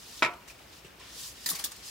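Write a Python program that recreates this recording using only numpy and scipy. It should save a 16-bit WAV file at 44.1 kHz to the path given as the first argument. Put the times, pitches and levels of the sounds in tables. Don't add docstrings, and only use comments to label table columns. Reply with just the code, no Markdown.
import sys
import numpy as np
from scipy import signal
from scipy.fft import rfft, irfft
from scipy.io import wavfile
from scipy.ndimage import uniform_filter1d

SR = 44100
rng = np.random.default_rng(int(sys.argv[2]) if len(sys.argv) > 2 else 0)


def rack_gain(trim_db):
    fader = np.asarray(trim_db, float)
    return 10 ** (fader / 20)


def generate_wav(sig):
    pcm = np.round(np.clip(np.atleast_2d(sig).T, -1, 1) * 32767).astype(np.int16)
    wavfile.write(sys.argv[1], SR, pcm)


N = 83790

# [f/Hz, likeness -1..1]
TOWEL_LIKENESS = [(100, 1), (500, 0.9), (1600, 0.58), (5000, 0.34), (8000, 0.44), (15000, -0.45)]
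# [f/Hz, likeness 0..1]
ROOM_LIKENESS = [(100, 0.89), (400, 1), (1000, 0.72), (2500, 0.63), (8000, 0.12)]
# [f/Hz, level/dB per Hz]
SLOW_COLOUR = [(500, -73), (1000, -3.5), (1900, -8), (3000, 0.5), (4500, -6), (8000, -11), (15800, -31)]


def evened(x):
    return x / np.sqrt(np.mean(x ** 2) + 1e-20)


def read(points, hz):
    f, value = np.transpose(points)
    return np.interp(np.log(hz + 1), np.log(f + 1), value)


def add(mix, s, sound):
    part = mix[round(s * SR):][:len(sound)]
    part += sound[:len(part)]


def drift(size):
    once = uniform_filter1d(rng.standard_normal(N), size=size)
    return evened(uniform_filter1d(once, size=size))


def fibres(colour, grain_db, same, patch_db):
    # [f/Hz, level/dB]
    sides = [(300, 0), (1000, 1), (4400, 2), (8100, -2), (12000, 2), (15000, 2.5)]
    noise = rng.standard_normal((2, N))
    slips = noise * rack_gain(grain_db * np.minimum(rng.exponential(1, N), 4))
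    z = signal.stft(slips, SR, nperseg=256)[2]

    patches = rng.standard_normal(z[0].T.shape).T
    patches = uniform_filter1d(patches, size=3, axis=0)
    patches = uniform_filter1d(patches, size=6, axis=1)
    patchy = signal.istft(z * rack_gain(patch_db * evened(patches)), SR, nperseg=256)[1][:, :N]

    a, b = rfft(patchy)
    hz = np.fft.rfftfreq(N, 1 / SR)
    likeness = np.clip(read(same, hz), -1, 1)
    tilt = rack_gain(read(sides, hz) / 2)
    left = a * tilt
    right = (likeness * a + np.sqrt(1 - likeness ** 2) * b) / tilt
    return evened(irfft(np.array([left, right]) * rack_gain(read(colour, hz)), N))


def ring(hz, db, t60, rise, lag=0):
    t = np.maximum(np.arange(SR // 4) / SR - lag, 0)
    return rack_gain(db - 60 * t / t60) * np.minimum(t / rise, 1) * np.sin(2 * np.pi * hz * t)


def wipe():
    # [t/s, level/dB]
    stroke = [(0, -54), (.158, -50), (.195, -51.5), (.216, -57), (.39, -67), (.46, -63), (.66, -62),
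              (.756, -56), (.83, -64), (.956, -66.5), (1.004, -60), (1.116, -52.5), (1.183, -46),
              (1.26, -46), (1.332, -55.5), (1.45, -50), (1.812, -55), (1.845, -47.5)]
    # [f/Hz, level/dB per Hz]
    plain_colour = [(600, -64), (2200, -21.5), (2800, -6.5), (4200, -1.5), (5500, -3.5), (8000, -11.5),
                    (15800, -17)]
    fast_colour = [(2500, -40), (5000, -3), (7200, -3.5), (9000, -6.5), (15800, -9.5)]
    # [f/Hz, width/Hz, level/dB]
    hum_modes = [(1850, 38, -13), (3970, 810, -10), (5050, 430, -20)]
    grain_db, patch_db, flutter_db = 2.3, 2, 1
    slow_db, shine_db, hum_db = -57.5, -48.5, -48.5
    slow_follow, shine_follow, hum_follow = 0.33, 1.6, 0.8
    shine_lag_s = 0.019

    t = np.arange(N) / SR
    times_s, speeds_db = np.transpose(stroke)
    level_db = np.interp(t, times_s, speeds_db) + flutter_db * drift(500)
    late_db = np.interp(t - shine_lag_s, times_s, speeds_db)

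    hiss = fibres(plain_colour, grain_db, TOWEL_LIKENESS, patch_db) * rack_gain(level_db)
    raw = fibres([(100, 0), (9000, 0)], 1.5, TOWEL_LIKENESS, patch_db)
    slow = fibres(SLOW_COLOUR, grain_db, TOWEL_LIKENESS, patch_db)
    slow = slow * rack_gain(slow_db + slow_follow * (level_db + 50))
    shine = fibres(fast_colour, grain_db, TOWEL_LIKENESS, patch_db)
    shine = shine * rack_gain(shine_db + shine_follow * (late_db + 49.5))
    hum = np.zeros((2, N))
    for hz, width_hz, db in hum_modes:
        b, a = signal.iirpeak(hz, hz / width_hz, SR)
        hum += rack_gain(db) * evened(signal.lfilter(b, a, raw))
    return hiss + slow + shine + hum * rack_gain(hum_db + hum_follow * (level_db + 43.0))


def scuffs():
    # [t/s, peak level/dB, rise/s, t60/s, bright share 0..1]
    catches = [(.33, -50.5, 0.0095, 0.031, 0.2), (0.474, -46, 0.01, 0.13, 0.16),
               (.495, -46.5, 0.016, 0.069, 0.06), (.582, -54.5, 0.012, 0.056, 0.3),
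               (.725, -53, 0.0096, 0.036, 0), (.845, -51.5, 0.0026, 0.25, 0), (.993, -51, 0.0057, 1, 0),
               (1.028, -64, 0.004, 0.34, 0.1), (1.4595, -24.5, 0.0017, 0.12, 0.89),
               (1.4882, -29, 0.0014, 0.13, 0.7), (1.494, -24.5, 0.0083, 0.1, 1),
               (1.527, -36.5, 0.0041, 0.13, 0.26), (1.547, -34, 0.01, 0.12, 0.5),
               (1.586, -38, 0.003, 0.25, 0.2), (1.5926, -38.5, 0.00063, 0.12, 0.43),
               (1.64, -24.5, 0.0015, 0.092, 1), (1.643, -33.5, 0.00075, 0.045, 0.9),
               (1.653, -39, 0.0095, 0.04, 0.55), (1.662, -47, 0.0075, 0.039, 0.6),
               (1.711, -46, 0.0017, 0.077, 0.5), (1.716, -38, 0.0038, 0.053, 0.4),
               (1.761, -48, 0.0025, 0.086, 0.92)]
    # [f/Hz, level/dB per Hz]
    dull_colour = [(180, -26), (300, -16.5), (1450, -10), (2020, -8), (2470, -9), (6040, -6), (7870, -9),
                   (15800, -17.5)]
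    bright_colour = [(180, -33), (300, -10), (612, -53), (1920, -25), (3110, -25), (3600, -10.5),
                     (5000, -12), (15800, -9.5)]
    grain_db, patch_db = 1.5, 3
    light_db = -50

    t = np.arange(SR // 3) / SR
    light, dull, bright = np.zeros((3, N))
    for s, db, rise_s, t60_s, share in catches:
        fade_db = 2 * db - 120 * np.maximum(t - rise_s, 0) / t60_s
        shape = np.minimum(t / rise_s, 1) ** 2 * rack_gain(fade_db)
        share = np.clip(share, 0, 1)
        add(light if db < light_db else dull, s, (1 - share) * shape)
        add(bright, s, share * shape)
    out = np.zeros((2, N))
    for power, colour in ((dull, dull_colour), (bright, bright_colour), (light, SLOW_COLOUR)):
        out += np.sqrt(power) * fibres(colour, grain_db, TOWEL_LIKENESS, patch_db)
    return out


def snaps():
    # [t/s, level/dB, side balance/dB]
    parting = [(1.4598, -3, 2), (1.4625, 0, 2), (1.4892, -1, .4), (1.492, -1, .4), (1.4956, -1, 1.2),
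               (1.5085, -2, 1.2), (1.5942, -3, 2.2), (1.5968, -7, 2.2), (1.6397, -3, 1.5), (1.642, -1, 1.5),
               (1.6438, 0, 1.5), (1.6455, 0, 1.5), (1.6595, -7, 1.5), (1.7175, -11, 2.1), (.194, -14, 0)]
    # [t/s, level/dB, f/Hz, t60/s]
    letting_go = [(1.4600, 0, 4820, .03), (1.4605, -6, 8050, .03), (1.4605, -7, 7080, .03),
                  (1.463, -6, 4350, .025), (1.4889, -2, 7300, .022), (1.4905, -5, 4850, .03),
                  (1.4905, -5, 3500, .025), (1.499, -4, 9290, .04), (1.4995, -6, 3600, .04),
                  (1.5, -5, 6900, .025), (1.503, -7, 5760, .03), (1.5942, -11, 4310, .03),
                  (1.6398, -5, 3490, .04), (1.6405, -6, 5440, .035), (1.6445, -6, 6350, .02),
                  (1.6445, -6, 3500, .03)]
    # [f/Hz, level/dB per Hz]
    snap_colour = [(1500, -30), (3000, 5.5), (6000, 11), (10000, 3), (15800, 5)]
    snap_db, snap_t60_s = -24, 0.006
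    chirp_db, chirp_rise_s = -28, 0.0005

    t = np.arange(SR // 20) / SR
    burst, chirps = np.zeros((2, N)), np.zeros(N)
    for s, db, pan_db in parting:
        for side in range(2):
            level_db = snap_db + db + pan_db * (-1.5 - side)
            add(burst[side], s, rack_gain(level_db - 60 * t / snap_t60_s))
    for s, db, hz, t60_s in letting_go:
        add(chirps, s, ring(hz, chirp_db + db, t60_s, chirp_rise_s))
    both = np.array([chirps, 1.46 * np.roll(chirps, shift=2)])
    return burst * fibres(snap_colour, 0.73, TOWEL_LIKENESS, 0.86) + both


def knocks():
    # [t/s, peak level/dB, f/Hz, t60/s]
    hits = [(0.193, -26.5, 3460, 0.0041), (.2465, -25, 2245, 0.055), (.331, -42, 952, 0.041),
            (.352, -45, 1210, 0.04), (1.4605, -48.5, 980, 0.067), (1.468, -55, 800, .04),
            (1.6, -42, 1150, .03), (0.241, -36.5, 131, 0.088), (0.499, -47.5, 2465, 0.092),
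            (0.477, -55, 6020, 0.047), (0.733, -51.5, 2470, 0.029), (0.846, -37.5, 383, 0.035),
            (0.845, -40, 160, 0.072), (1.453, -45.5, 155, 0.087), (1.55, -36.5, 4800, 0.079),
            (0.982, -54.5, 358, 0.13), (1.012, -52.5, 1850, 0.033), (1.027, -35.5, 334, 0.018),
            (1.097, -53, 1850, 0.059), (1.461, -37, 1857, 0.13), (1.515, -34.5, 1156, 0.027),
            (1.514, -42, 195, 0.093), (1.53, -35, 173, 0.064), (1.547, -48, 1080, 0.072),
            (1.638, -41.5, 1710, 0.038), (1.642, -46, 316, 0.063), (1.652, -52, 1169, 0.22)]
    out = np.zeros(N)
    for s, db, hz, t60_s in hits:
        rise_s = 2 / hz
        mode = ring(hz, db, t60_s, rise_s)
        upper = ring(hz * 1.045, db + 1, t60_s * 0.5, rise_s)
        lower = ring(hz * 0.94, db - 6, t60_s * 0.92, rise_s)
        add(out, s, mode + upper - lower)
    return out


def tap():
    # [t/s, level/dB, treble tilt/dB per octave]
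    blows = [
        (.22262, -13.5, 0.5),
        (.2277, -16, 10),
        (.2318, -23.5, 1.5),
        (.2425, -30.5, 10.5),
        (.2470, -20.5, 7.5),
        (.2585, -24.5, 5.5),
    ]
    # [f/Hz, level/dB, t60/s]
    board = [(852.7, -14, 0.17), (348, -0.5, 0.046), (642, -2.5, 0.043), (983, 6, 0.031), (1138, -6, 0.081),
             (1310, 2.5, 0.038), (1438, -5, 0.11), (1996, -3, 0.04), (708, -15, 0.23), (2267, -1.5, 0.042),
             (2530, -0.5, 0.042), (2990, -16, 0.025), (2347, -2, 0.053), (1670, -18, 0.035)]
    # [f/Hz, level/dB]
    crack_colour = [(330, -7.5), (470, -7), (630, -12), (790, -15), (1000, -1), (2500, 0), (2950, -6),
                    (6000, -27.5)]
    rattle_colour = [(2500, -27), (3200, 2), (3700, 4.5), (6500, -3.5), (9000, -11), (12000, -9.5),
                     (15500, -30)]
    crack_db, crack_t60_s, crack_rise_s = -6, 0.053, 0.00069
    rattle_db, rattle_t60_s, rattle_rise_s = -20, 0.061, 0.0019
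    mode_rise_s, right_lag_s, pan_db = 0.00039, 0.00006, -1
    low_hz, high_hz, top_modes_hz = 241, 9000, 2420

    out, t = np.zeros((2, N)), np.arange(SR // 5) / SR
    noise = fibres(crack_colour, 1.0, ROOM_LIKENESS, 0.67)
    mixes_db = rng.standard_normal((len(blows), 2, len(board)))
    chatter = fibres(rattle_colour, 0.92, ROOM_LIKENESS, 1.1)
    signs = rng.choice([-1., 1.], (len(blows), len(board)))
    signs[0] = np.sign(np.transpose(board)[0] - top_modes_hz)
    crack = rack_gain(crack_db - 60 * t / crack_t60_s) * np.minimum(t / crack_rise_s, 1)
    rattle = rack_gain(rattle_db - 60 * t / rattle_t60_s) * np.minimum(t / rattle_rise_s, 1)

    for k, (s, db, tilt_db) in enumerate(blows):
        part = slice(k * len(t), (k + 1) * len(t))
        for side in range(2):
            modes = np.zeros(len(t))
            for j, (hz, level_db, t60_s) in enumerate(board):
                mode_db = level_db + tilt_db * np.log2(hz / 3100.0) + mixes_db[k, side, j]
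                mode = ring(hz, mode_db, t60_s, mode_rise_s, side * right_lag_s)
                modes += signs[k, j] * mode[:len(t)]
            blow = 0.41 * modes + crack * noise[side, part]
            blow = blow + rack_gain(tilt_db) * rattle * chatter[side, part]
            add(out[side], s, rack_gain(db - pan_db * side) * blow)
    band = signal.butter(2, [low_hz, high_hz], "band", fs=SR, output="sos")
    return signal.sosfilt(band, out)


def room(x):
    # [f/Hz, t60/s]
    decay = [(150, 0.15), (500, 0.37), (1050, 0.27), (2500, 0.2), (4000, 0.12), (10000, 0.092)]
    echoes = np.zeros((2, SR // 2))
    at = np.arange(200, SR // 2 - 20, 20)
    at = at + rng.integers(0, 20, (2, len(at)))
    np.put_along_axis(echoes, at, rng.choice([-1., 1.], at.shape), 1)
    hz, t, z = signal.stft(echoes, SR, nperseg=256)
    likeness = np.clip(read(ROOM_LIKENESS, hz), 0, 1)[:, None]
    z = np.array([z[0], likeness * z[0] + np.sqrt(1 - likeness ** 2) * z[1]])
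    fade = rack_gain(-60 * t / read(decay, hz)[:, None])
    tail = signal.istft(z * fade, SR, nperseg=256)[1]
    return signal.fftconvolve(x, tail / np.linalg.norm(tail[0]), axes=1)[:, :N]


def air():
    # [f/Hz, level/dB per Hz]
    air_colour = [(30, -16), (48, 2), (90, 0), (360, -2), (1800, -7.5), (2500, -7), (4200, -27),
                  (15800, -18)]
    # [f/Hz, likeness 0..1]
    air_likeness = [(60, 0.98), (240, 0.83), (950, 0.1), (3770, 0.57), (15000, 0.054)]
    air_db, mains_db, mains_hz = -54.5, -64, 58
    waver = 1 + 0.35 * drift(1500)
    hum = waver * np.sin(2 * np.pi * mains_hz * np.arange(N) / SR)
    return rack_gain(air_db) * fibres(air_colour, 1.0, air_likeness, 1.64) + rack_gain(mains_db) * hum


def scene():
    rub_wet_db, tap_wet_db = -9, -8
    rub = wipe() + scuffs() + knocks()
    blow = tap()
    rub = rub + snaps()
    wet = room(rack_gain(rub_wet_db) * rub + rack_gain(tap_wet_db) * blow)
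    return rub + blow + wet + air()


def roll_off(x):
    return signal.sosfilt(signal.butter(12, 16810, fs=SR, output="sos"), x)


def record(dry):
    low_cut_hz, edge_hz = 35, 15850
    b, a = signal.butter(2, low_cut_hz, "high", fs=SR)
    cut = signal.lfilter(b, a, dry)
    band_limit = signal.firwin(511, edge_hz, window=("kaiser", 9), fs=SR)
    mix = signal.oaconvolve(cut, band_limit[None], "same")
    return roll_off(mix)


dry = scene()
out = record(dry)
generate_wav(out)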